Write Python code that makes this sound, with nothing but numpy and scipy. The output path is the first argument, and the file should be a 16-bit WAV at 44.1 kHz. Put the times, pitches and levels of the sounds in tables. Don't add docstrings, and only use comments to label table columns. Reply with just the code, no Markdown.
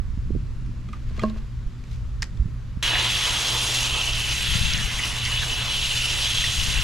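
import sys
import numpy as np
from scipy import signal
from scipy.fft import rfft, irfft
from scipy.io import wavfile
from scipy.ndimage import uniform_filter1d

SR = 44100
rng = np.random.default_rng(int(sys.argv[2]) if len(sys.argv) > 2 else 0)


def persist_wave(psi):
    counts = np.round(np.clip(psi, -1, 1) * 32767).astype(np.int16)
    wavfile.write(sys.argv[1], SR, np.atleast_2d(counts).T)


N = 301379
T = np.arange(N) / SR


def amp(db):
    return 10 ** (np.asarray(db) / 20)


def evened(x):
    return x / np.sqrt(np.mean(x ** 2) + 1e-20)


def read(points, hz):
    f, value = np.transpose(points)
    return np.interp(np.log(hz + 1), np.log(f + 1), value)


def curves(rows):
    s, *columns = np.transpose(rows)
    return [np.interp(T, s, column) for column in columns]


def add(mix, s, sound):
    part = mix[..., round(s * SR):][..., :sound.shape[-1]]
    part += sound[..., :part.shape[-1]]


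def panned(x, left_right_db):
    return x * amp(np.array([[.5], [-.5]]) * left_right_db)


def filtered(x, order, hz, kind):
    return signal.sosfilt(signal.butter(order, hz, kind, fs=SR, output="sos"), x)


def smoothed(x, span):
    return uniform_filter1d(uniform_filter1d(x, span), span)


def drift(seconds):
    return evened(smoothed(rng.standard_normal(N), max(round(seconds * SR), 1)))


def resonate(x, hz, width_hz):
    turn = np.exp(2j * np.pi * np.cumsum(hz * np.ones(N)) / SR)
    r = np.exp(-np.pi * width_hz / SR)
    low = signal.lfilter([1 - r], [1, -r], x / turn + 1e-18)
    return 2 * (turn * low).real


def noise(spectrum, same, size, patchy_db=0., lead=((1, 0), (2, 0))):
    hop, hz = size // 4, np.fft.rfftfreq(size, 1 / SR)
    a, b, c, d, patches = rng.standard_normal((N // hop + 5, len(hz), 5)).T
    patches = uniform_filter1d(uniform_filter1d(patches, size=8, axis=0), size=20, axis=1)
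    level_db = read(spectrum, hz)[:, None] + patchy_db * evened(patches)
    alike = np.clip(read(same, hz), -1, 1)[:, None]
    left = a + 1j * b
    delayed = left * np.exp(-1j * read(lead, hz))[:, None]
    right = alike * delayed + np.sqrt(1 - alike ** 2) * (c + 1j * d)
    z = np.array([left, right]) * amp(level_db)
    return evened(signal.istft(z, nperseg=size, noverlap=size - hop)[1][:, :N])


# frequency in Hz, level in dB per Hz.
YARD_SPECTRUM = [(300, -2.5), (520, -2.5), (760, -9), (1120, -2.5), (2000, -7.5), (4500, -13),
                 (7600, -18.5), (8400, -25), (10900, -26), (12500, -28), (13500, -60), (15000, -75)]
# frequency in Hz, likeness 0 to 1.
YARD_SAME = [(60, 0.81), (240, 0.87), (940, 0.87), (3730, 0.69), (14800, 0.5)]
YARD_DB = -54.5


def yard():
    return amp(YARD_DB) * noise([(200, -15)] + YARD_SPECTRUM, YARD_SAME, 1024, patchy_db=.7)


# frequency in Hz, level in dB, width of the waver in Hz.
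HUM_LINES = [(119.6, -37.5, 17.4), (185.5, -60, 1.6), (243, -55.5, 8), (306.4, -75, 1.2), (372, -65.5, 3.4)]


def hum():
    out = np.zeros(N)
    for hz, db, width_hz in HUM_LINES:
        waver = resonate(resonate(rng.standard_normal(N), hz, width_hz), hz, width_hz)
        out += amp(db) * evened(np.sin(2 * np.pi * hz * T) + 0.39 * evened(waver))
    return out


# time in seconds, rumble in dB before gusts.
WIND_RUMBLE = [(0.0, -27), (0.6, -31.5), (0.87, -38), (1.1, -28), (1.8, -35.5), (2.05, -26.5), (2.3, -33),
               (2.57, -31), (2.8, -31), (3.3, -37), (3.85, -32), (4.3, -31.5), (4.95, -33), (5.3, -29),
               (5.7, -33.5), (6.1, -31), (6.5, -32), (6.82, -30.5)]
# frequency in Hz, level in dB per Hz.
RUMBLE_SPECTRUM = [(15, 10), (35, 14.5), (60, 14), (100, 5), (140, -3.5), (200, -72)]
EDGE_SPECTRUM = [(100, -9.5), (150, 7.5), (220, -1), (320, -11.5), (500, -31.5), (800, -74)]
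# middle in seconds, half width in seconds,
# rise of the rough edge in dB, left-right difference in dB.
GUSTS = [(0.0, 0.081, 5.5, -5), (.35, 0.079, 14, -4.5), (.75, 0.3, 6.5, 0), (2.42, 0.084, 8, -9),
         (4.68, 0.27, 6.5, 14.5), (6.8, 0.29, 6.5, 11.5)]
# middle in seconds, level in dB, pitch in Hz, left-right in dB.
POPS = [(0.177, -24, 149, -11), (0.193, -16, 62.7, -4), (0.307, -20.5, 243, -13), (.352, -23, 269, -13),
        (0.363, -22.5, 218, -14), (0.694, -26, 163, -8), (1.672, -19, 25, -4), (2.403, -13.5, 54.6, -2),
        (2.422, -14, 54.5, -5), (2.46, -16, 101, -4), (2.774, -23, 138, -8), (4.558, -19, 110, 14),
        (4.615, -19.5, 90, 14), (4.746, -23, 149, 5), (4.813, -26, 146, 9)]
EDGE_DB, EDGE_FOLLOWS = -47.5, 0.093
GUST_LIFT, WIND_LEAN_DB = 0.42, -0.3


def pop(hz):
    u = np.arange(-1.5, 1.5, hz / SR)
    peak = 0.22 * np.exp(-(u / 0.16) ** 2)
    return np.exp(-(u / 0.41) ** 2) * (np.cos(2 * np.pi * u + 0.5) + peak)


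def wind():
    rumble_db, = curves(WIND_RUMBLE)
    shapes = np.array([np.exp(-((T - s) / half_s) ** 2) for s, half_s, _, _ in GUSTS])
    gust_db, pan_db = np.transpose(GUSTS)[2:] @ shapes
    edge_db = EDGE_DB + EDGE_FOLLOWS * (rumble_db - rumble_db.mean()) + gust_db
    rumble = noise(RUMBLE_SPECTRUM, [(20, 0.6), (60, 0.8), (150, 0.85)], size=4096)
    edge = noise(EDGE_SPECTRUM, [(150, 1.0), (500, 0.82)], size=2048)
    out = amp(rumble_db + GUST_LIFT * gust_db + 1.07 * drift(0.045)) * rumble
    out = out + amp(edge_db + 0.96 * drift(0.0098)) * edge
    out = panned(out, WIND_LEAN_DB + pan_db)
    for s, db, hz, left_right_db in POPS:
        add(out, s - 1.505 / hz, panned(amp(db) * pop(hz), left_right_db))
    return out


# loudest moment in seconds, level in dB, rise in dB per s,
# fall in dB per s, lowest frequency in Hz.
RUSTLES = [(.93, -50, 3000, 232, 400), (1.2, -43.5, 114, 136, 900), (1.3, -51, 500, 300, 900),
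           (1.355, -53, 800, 150, 500), (1.938, -50, 195, 250, 3500), (2.224, -35, 5000, 562, 400)]
# frequency in Hz, level in dB per Hz.
BRUSHED_SPECTRUM = [(300, -2), (800, 3.5), (2000, 4), (4000, -2.5), (7000, -11.5), (9000, -20),
                    (14000, -28)]


def rustle():
    brushed = noise(BRUSHED_SPECTRUM, [(500, 1.0), (12000, 0.64)], size=256)
    brushed = brushed * amp(2.5 * drift(.003) + 2.5 * drift(.012))
    out = 0
    for s, db, rise, fall, low_hz in RUSTLES:
        drop_db = np.where(T < s, rise * (s - T), fall * (T - s))
        out = out + amp(db - drop_db) * evened(filtered(brushed, 2, low_hz, "high"))
    return out


# start in seconds, level at the start in dB, centre in Hz.
CLICKS = [(0.661, -45, 2120), (0.888, -44, 3100), (0.93, -39, 2470), (1.195, -32, 2150), (1.218, -37, 3170),
          (1.2338, -32, 4180), (1.2979, -42, 3730), (1.3544, -52, 2560), (1.249, -44, 3900),
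          (1.839, -44, 2300), (2.2213, -19.5, 4900), (2.2279, -20, 1970), (2.2405, -32, 1200),
          (2.372, -43.5, 3400), (2.4323, -48, 4000)]
CLICK_T60_S = 0.017


def clicks():
    out, t = np.zeros(N), T[:2000]
    for (s, db, hz), burst in zip(CLICKS, rng.standard_normal((len(CLICKS), 3000))):
        wide = filtered(burst, 3, [1100, 7600], "band")
        near = filtered(burst, 2, [hz * 0.94, hz * 1.16], "band")
        crack = evened(evened(near) + evened(wide) + 0.18 * burst)[-len(t):]
        add(out, s, np.minimum(t / 0.00077, 1) * amp(db - 60 * t / CLICK_T60_S) * crack)
    return out


# frequency in Hz, relative level in dB, t60 in seconds.
BOTTLE_MODES = [(217.7, -2.5, 0.39), (396, 9.5, 0.02), (628, -3.5, 0.077), (1086, -7, 0.09),
                (1160, -7.5, 0.04), (470, -11, 0.075), (1610, -7.5, 0.019), (2750, -14.5, 0.017),
                (4080, -21, 0.015)]
NOZZLE_MODES = [(1215, -2, 0.042), (2060, -4, 0.026), (2430, -8, 0.036), (3270, -12, 0.048),
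                (4170, 0.5, 0.011)]
# start in seconds, level in dB, hardness in dB per octave.
BOTTLE_KNOCKS = [(0.888, -30.5, -11), (1.108, -24.5, -3.5), (1.18, -22, -2), (1.235, -3, 2.5),
                 (1.3, -25, 4), (1.221, -21, -5), (1.36, -24, 3)]
NOZZLE_TAPS = [(0.887, -29, 0), (0.9317, -22, -9), (1.1931, -13, 0.5)]


def struck(modes, blows):
    out, t = np.zeros(N), T[:SR // 3]
    for (s, db, hard_db), rattle in zip(blows, rng.standard_normal((len(blows), len(t)))):
        ring = np.zeros(len(t))
        for hz, level_db, t60_s in modes:
            mode_db = level_db + hard_db * np.log2(hz / modes[0][0]) - 60 * t / t60_s
            ring += amp(mode_db) * np.sin(2 * np.pi * hz * t)
        ring = ring * amp(1.2 * evened(smoothed(rattle, 90)))
        onset = 1 - np.exp(-t / 0.0027)
        add(out, s, -amp(db) * ring * onset / abs(ring).max())
    return out


def wall(x):
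    taps = rng.choice([-1., 1.], (2, 5000)) * (rng.random((2, 5000)) < .05)
    taps = taps * amp(-60 * T[:5000] / 0.15)
    taps[:, :130] = 0
    return signal.oaconvolve(x[None], taps / np.linalg.norm(taps[0]), axes=1)[:, :N]


def bubble(hz, cycles, rise):
    length = cycles / hz * SR
    u = np.arange(round(length)) / length
    return np.sin(np.pi * u ** 0.99) ** 2 * np.sin(2 * np.pi * cycles * (u + rise * u ** 2 / 2))


def foam(per_s, low_hz, high_hz, cycles, spread_db):
    size = amp(spread_db * np.minimum(rng.exponential(1, N), 5)) * (rng.random(N) < per_s / SR)
    kind, out = rng.integers(0, 16, N), np.zeros((2, N))
    for k, hz in enumerate(np.geomspace(low_hz, high_hz, 16)):
        voice = signal.oaconvolve(size * (kind == k), bubble(hz, cycles, rise=0.57))[:N]
        out += panned(voice, rng.normal(0, 1))
    return evened(out)


# middle in seconds, level in dB,
# pitch in Hz, length scale in seconds.
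BLURTS = [(2.934, -32, 1720, 0.18), (2.958, -30, 2070, .025), (3.053, -33, 1010, 0.069),
          (3.269, -38.5, 975, 0.24), (3.56, -33.5, 935, 0.076), (4.792, -34.5, 1840, 0.079),
          (4.897, -36, 2140, 0.035), (4.996, -29.5, 2060, 0.038), (5.046, -33, 2030, 0.069),
          (5.135, -34, 1940, 0.062), (5.433, -31, 1670, 0.04),          (5.273, -30, 2040, 0.042),
          (5.328, -38, 1800, 0.053),           (6.45, -33.5, 1970, 0.037)]


def blurts():
    out = np.zeros(N)
    for (s, db, hz, length_s), puff in zip(BLURTS, rng.standard_normal((len(BLURTS), SR // 4))):
        n = min(round(1.4 * length_s * SR), len(puff))
        tone = evened(filtered(puff, 2, [hz * 0.93, hz * 1.075], "band"))
        add(out, s - n / SR / 2, amp(db) * tone[:n] * signal.windows.hann(n))
    return out * amp(3 * drift(.006) - 1.5)


def fin_ring(fins, drops):
    out = 0
    for hz, width_hz, db in fins:
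        wet_hz = hz * (1 + 0.012 * drift(0.015) + 0.009 * drift(.12))
        flicker_db = 1.3 * drift(0.005) + 0.4 * drift(0.04)
        mode = resonate(resonate(drops, wet_hz, width_hz), wet_hz, width_hz) / np.sqrt(width_hz)
        out = out + amp(db + flicker_db) * mode
    last_hz = fins[-1][0]
    bubbles = foam(1500, 0.82 * last_hz, 1.12 * last_hz, cycles=10, spread_db=3.)
    return evened(evened(out) + 0.3 * bubbles)


# time in seconds, low ring of the fins in dB,
# high ring in dB, fizz in dB, all before the surge.
JET_LEVELS = [(2.84, -29.5, -26.5, -30), (2.92, -25, -28, -35), (3.02, -27.5, -25.5, -32),
              (3.2, -28.5, -28, -29), (3.4, -31.5, -28, -29), (3.6, -31, -28, -27),
              (3.82, -28, -30.5, -27.5), (3.95, -27, -32, -33), (4.15, -26.5, -35.5, -32),
              (4.3, -29.5, -34.5, -31.5), (4.45, -29.5, -29.5, -31), (4.6, -30, -29.5, -31.5),
              (4.72, -27.5, -31.5, -34), (4.82, -33.5, -35.5, -33), (4.9, -31.5, -37, -36),
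              (4.95, -35, -31, -34), (5.03, -28, -37, -32.5), (5.14, -34.5, -39, -33.5),
              (5.21, -31.5, -32, -36), (5.29, -30.5, -37.5, -33), (5.39, -28, -29.5, -35.5),
              (5.46, -33, -33, -32.5), (5.52, -26.5, -38, -34), (5.62, -33.5, -31, -36.5),
              (5.73, -28, -29.5, -32), (6.08, -26.5, -32, -30), (6.4, -30, -27, -30.5),
              (6.65, -30.5, -31, -29), (6.8, -29.5, -30.5, -33.5)]
# frequency in Hz, width in Hz, relative level in dB.
LOW_FINS = [(2880, 150, -1), (2690, 200, -1), (3020, 420, 2)]
HIGH_FINS = [(3380, 300, -3), (3780, 330, -2), (3300, 650, 4)]
# frequency in Hz, level in dB per Hz.
FIZZ_SPECTRUM = [(2530, -6), (4300, -4.5), (6710, -4), (7610, -7), (8240, -13), (9920, -9), (12000, -16),
                 (13800, -22.5), (14700, -107), (15200, -57)]
SPLASH_SPECTRUM = [(900, -46), (1350, 2.5), (1800, 4), (2300, 6), (3000, 1), (4000, -62)]
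GURGLE_SPECTRUM = [(180, -12.5), (350, -5), (700, -4.5), (1000, 0), (1300, -2), (1700, -59)]
# frequency in Hz, likeness 0 to 1.
JET_SAME = [(300, 0.91), (1400, 0.96), (3060, 0.85), (6730, 1), (14800, 0.46)]
# frequency in Hz, lead of the left in radians.
JET_LEAD = [(1500, -0.56), (3200, -0.88), (4700, 0.072), (7000, -0.31), (7800, -1.4), (9300, -1.04)]
# frequency in Hz, left-right difference in dB.
JET_TILT = [(500, -0.2), (4900, -0.9), (14800, 3.5)]
# start in seconds, level in dB, starting pitch in Hz.
BUBBLES = [(3.984, -23, 5000), (4.058, -23, 5940), (4.134, -20, 3920), (4.7352, -14, 3730),
           (4.7771, -20, 4430), (5.0365, -22, 3800), (5.054, -22, 4300), (5.092, -24, 3900),
           (5.251, -18, 3700), (5.447, -24, 5200), (6.4567, -24, 3970)]
JET_ON_S = 2.8265
SPLASH_DB, GURGLE_DB = -37, -43
FOAM_SPLASH_DB, FOAM_GURGLE_DB = 5.5, 6
FOAM_THINS_S, FOAM_GONE_S, FOAM_FADE_S = 0.64, 4.08, 0.11


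def jet():
    low_db, high_db, fizz_db = curves(JET_LEVELS)
    thick = np.exp(-abs(T - JET_ON_S) / FOAM_THINS_S)
    splash_db = SPLASH_DB + FOAM_SPLASH_DB * thick + 1.2 * drift(.15)
    held = 1 / (1 + np.exp((T - FOAM_GONE_S) / FOAM_FADE_S))
    gurgle_db = GURGLE_DB + FOAM_GURGLE_DB * held + 1.2 * drift(.1)
    surge = drift(0.023)

    drops = noise([(500, 0), (8000, 0)], JET_SAME, 512, patchy_db=-0.4, lead=JET_LEAD)
    drops = drops * amp(2.6 * drift(0.0006))
    fins = amp(low_db) * fin_ring(LOW_FINS, drops) + amp(high_db) * fin_ring(HIGH_FINS, drops)

    fizz = noise([(3000, -17)] + FIZZ_SPECTRUM, JET_SAME, 256, patchy_db=1.7, lead=JET_LEAD)
    fizz = fizz * amp(0.72 * drift(0.0056))
    fizz = evened(fizz + 0.4 * foam(740, 3590, 7820, cycles=8.1, spread_db=-1.5))

    splash = noise(SPLASH_SPECTRUM, JET_SAME, 512, patchy_db=-1.0)
    splash = evened(splash + 0.42 * foam(250, 1338, 2296, cycles=13.2, spread_db=0.0))
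    gurgle = noise(GURGLE_SPECTRUM, JET_SAME, 512, patchy_db=1.5)
    gurgle = evened(gurgle + 0.2 * foam(150, 590, 1426, cycles=8.5, spread_db=5.0))

    out = amp(.6 * surge) * fins + amp(fizz_db + .8 * surge) * fizz
    out = out + amp(splash_db + .8 * surge) * splash + amp(gurgle_db + .6 * surge) * gurgle
    out = out + blurts()
    for s, db, hz in BUBBLES:
        add(out, s, amp(db) * bubble(hz, cycles=9.0, rise=0.76))
    tilt = panned(1, read(JET_TILT, np.fft.rfftfreq(N, 1 / SR)))
    return irfft(rfft(out) * tilt, N) * np.clip((T - JET_ON_S) / 0.0001, 0, 1)


def scene():
    hands = struck(BOTTLE_MODES, BOTTLE_KNOCKS) + struck(NOZZLE_MODES, NOZZLE_TAPS) + clicks()
    background = yard() + panned(hum(), -0.28) + wind()
    return background + rustle() + panned(hands, -1.6) + amp(-13.5) * wall(hands) + jet()


EDGE_HZ = 15380


def record(dry):
    lowpass = signal.firwin(511, EDGE_HZ, window=("kaiser", 9), fs=SR)
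    return signal.oaconvolve(dry, lowpass[None], "same")


dry = scene()
out = record(dry)
persist_wave(out)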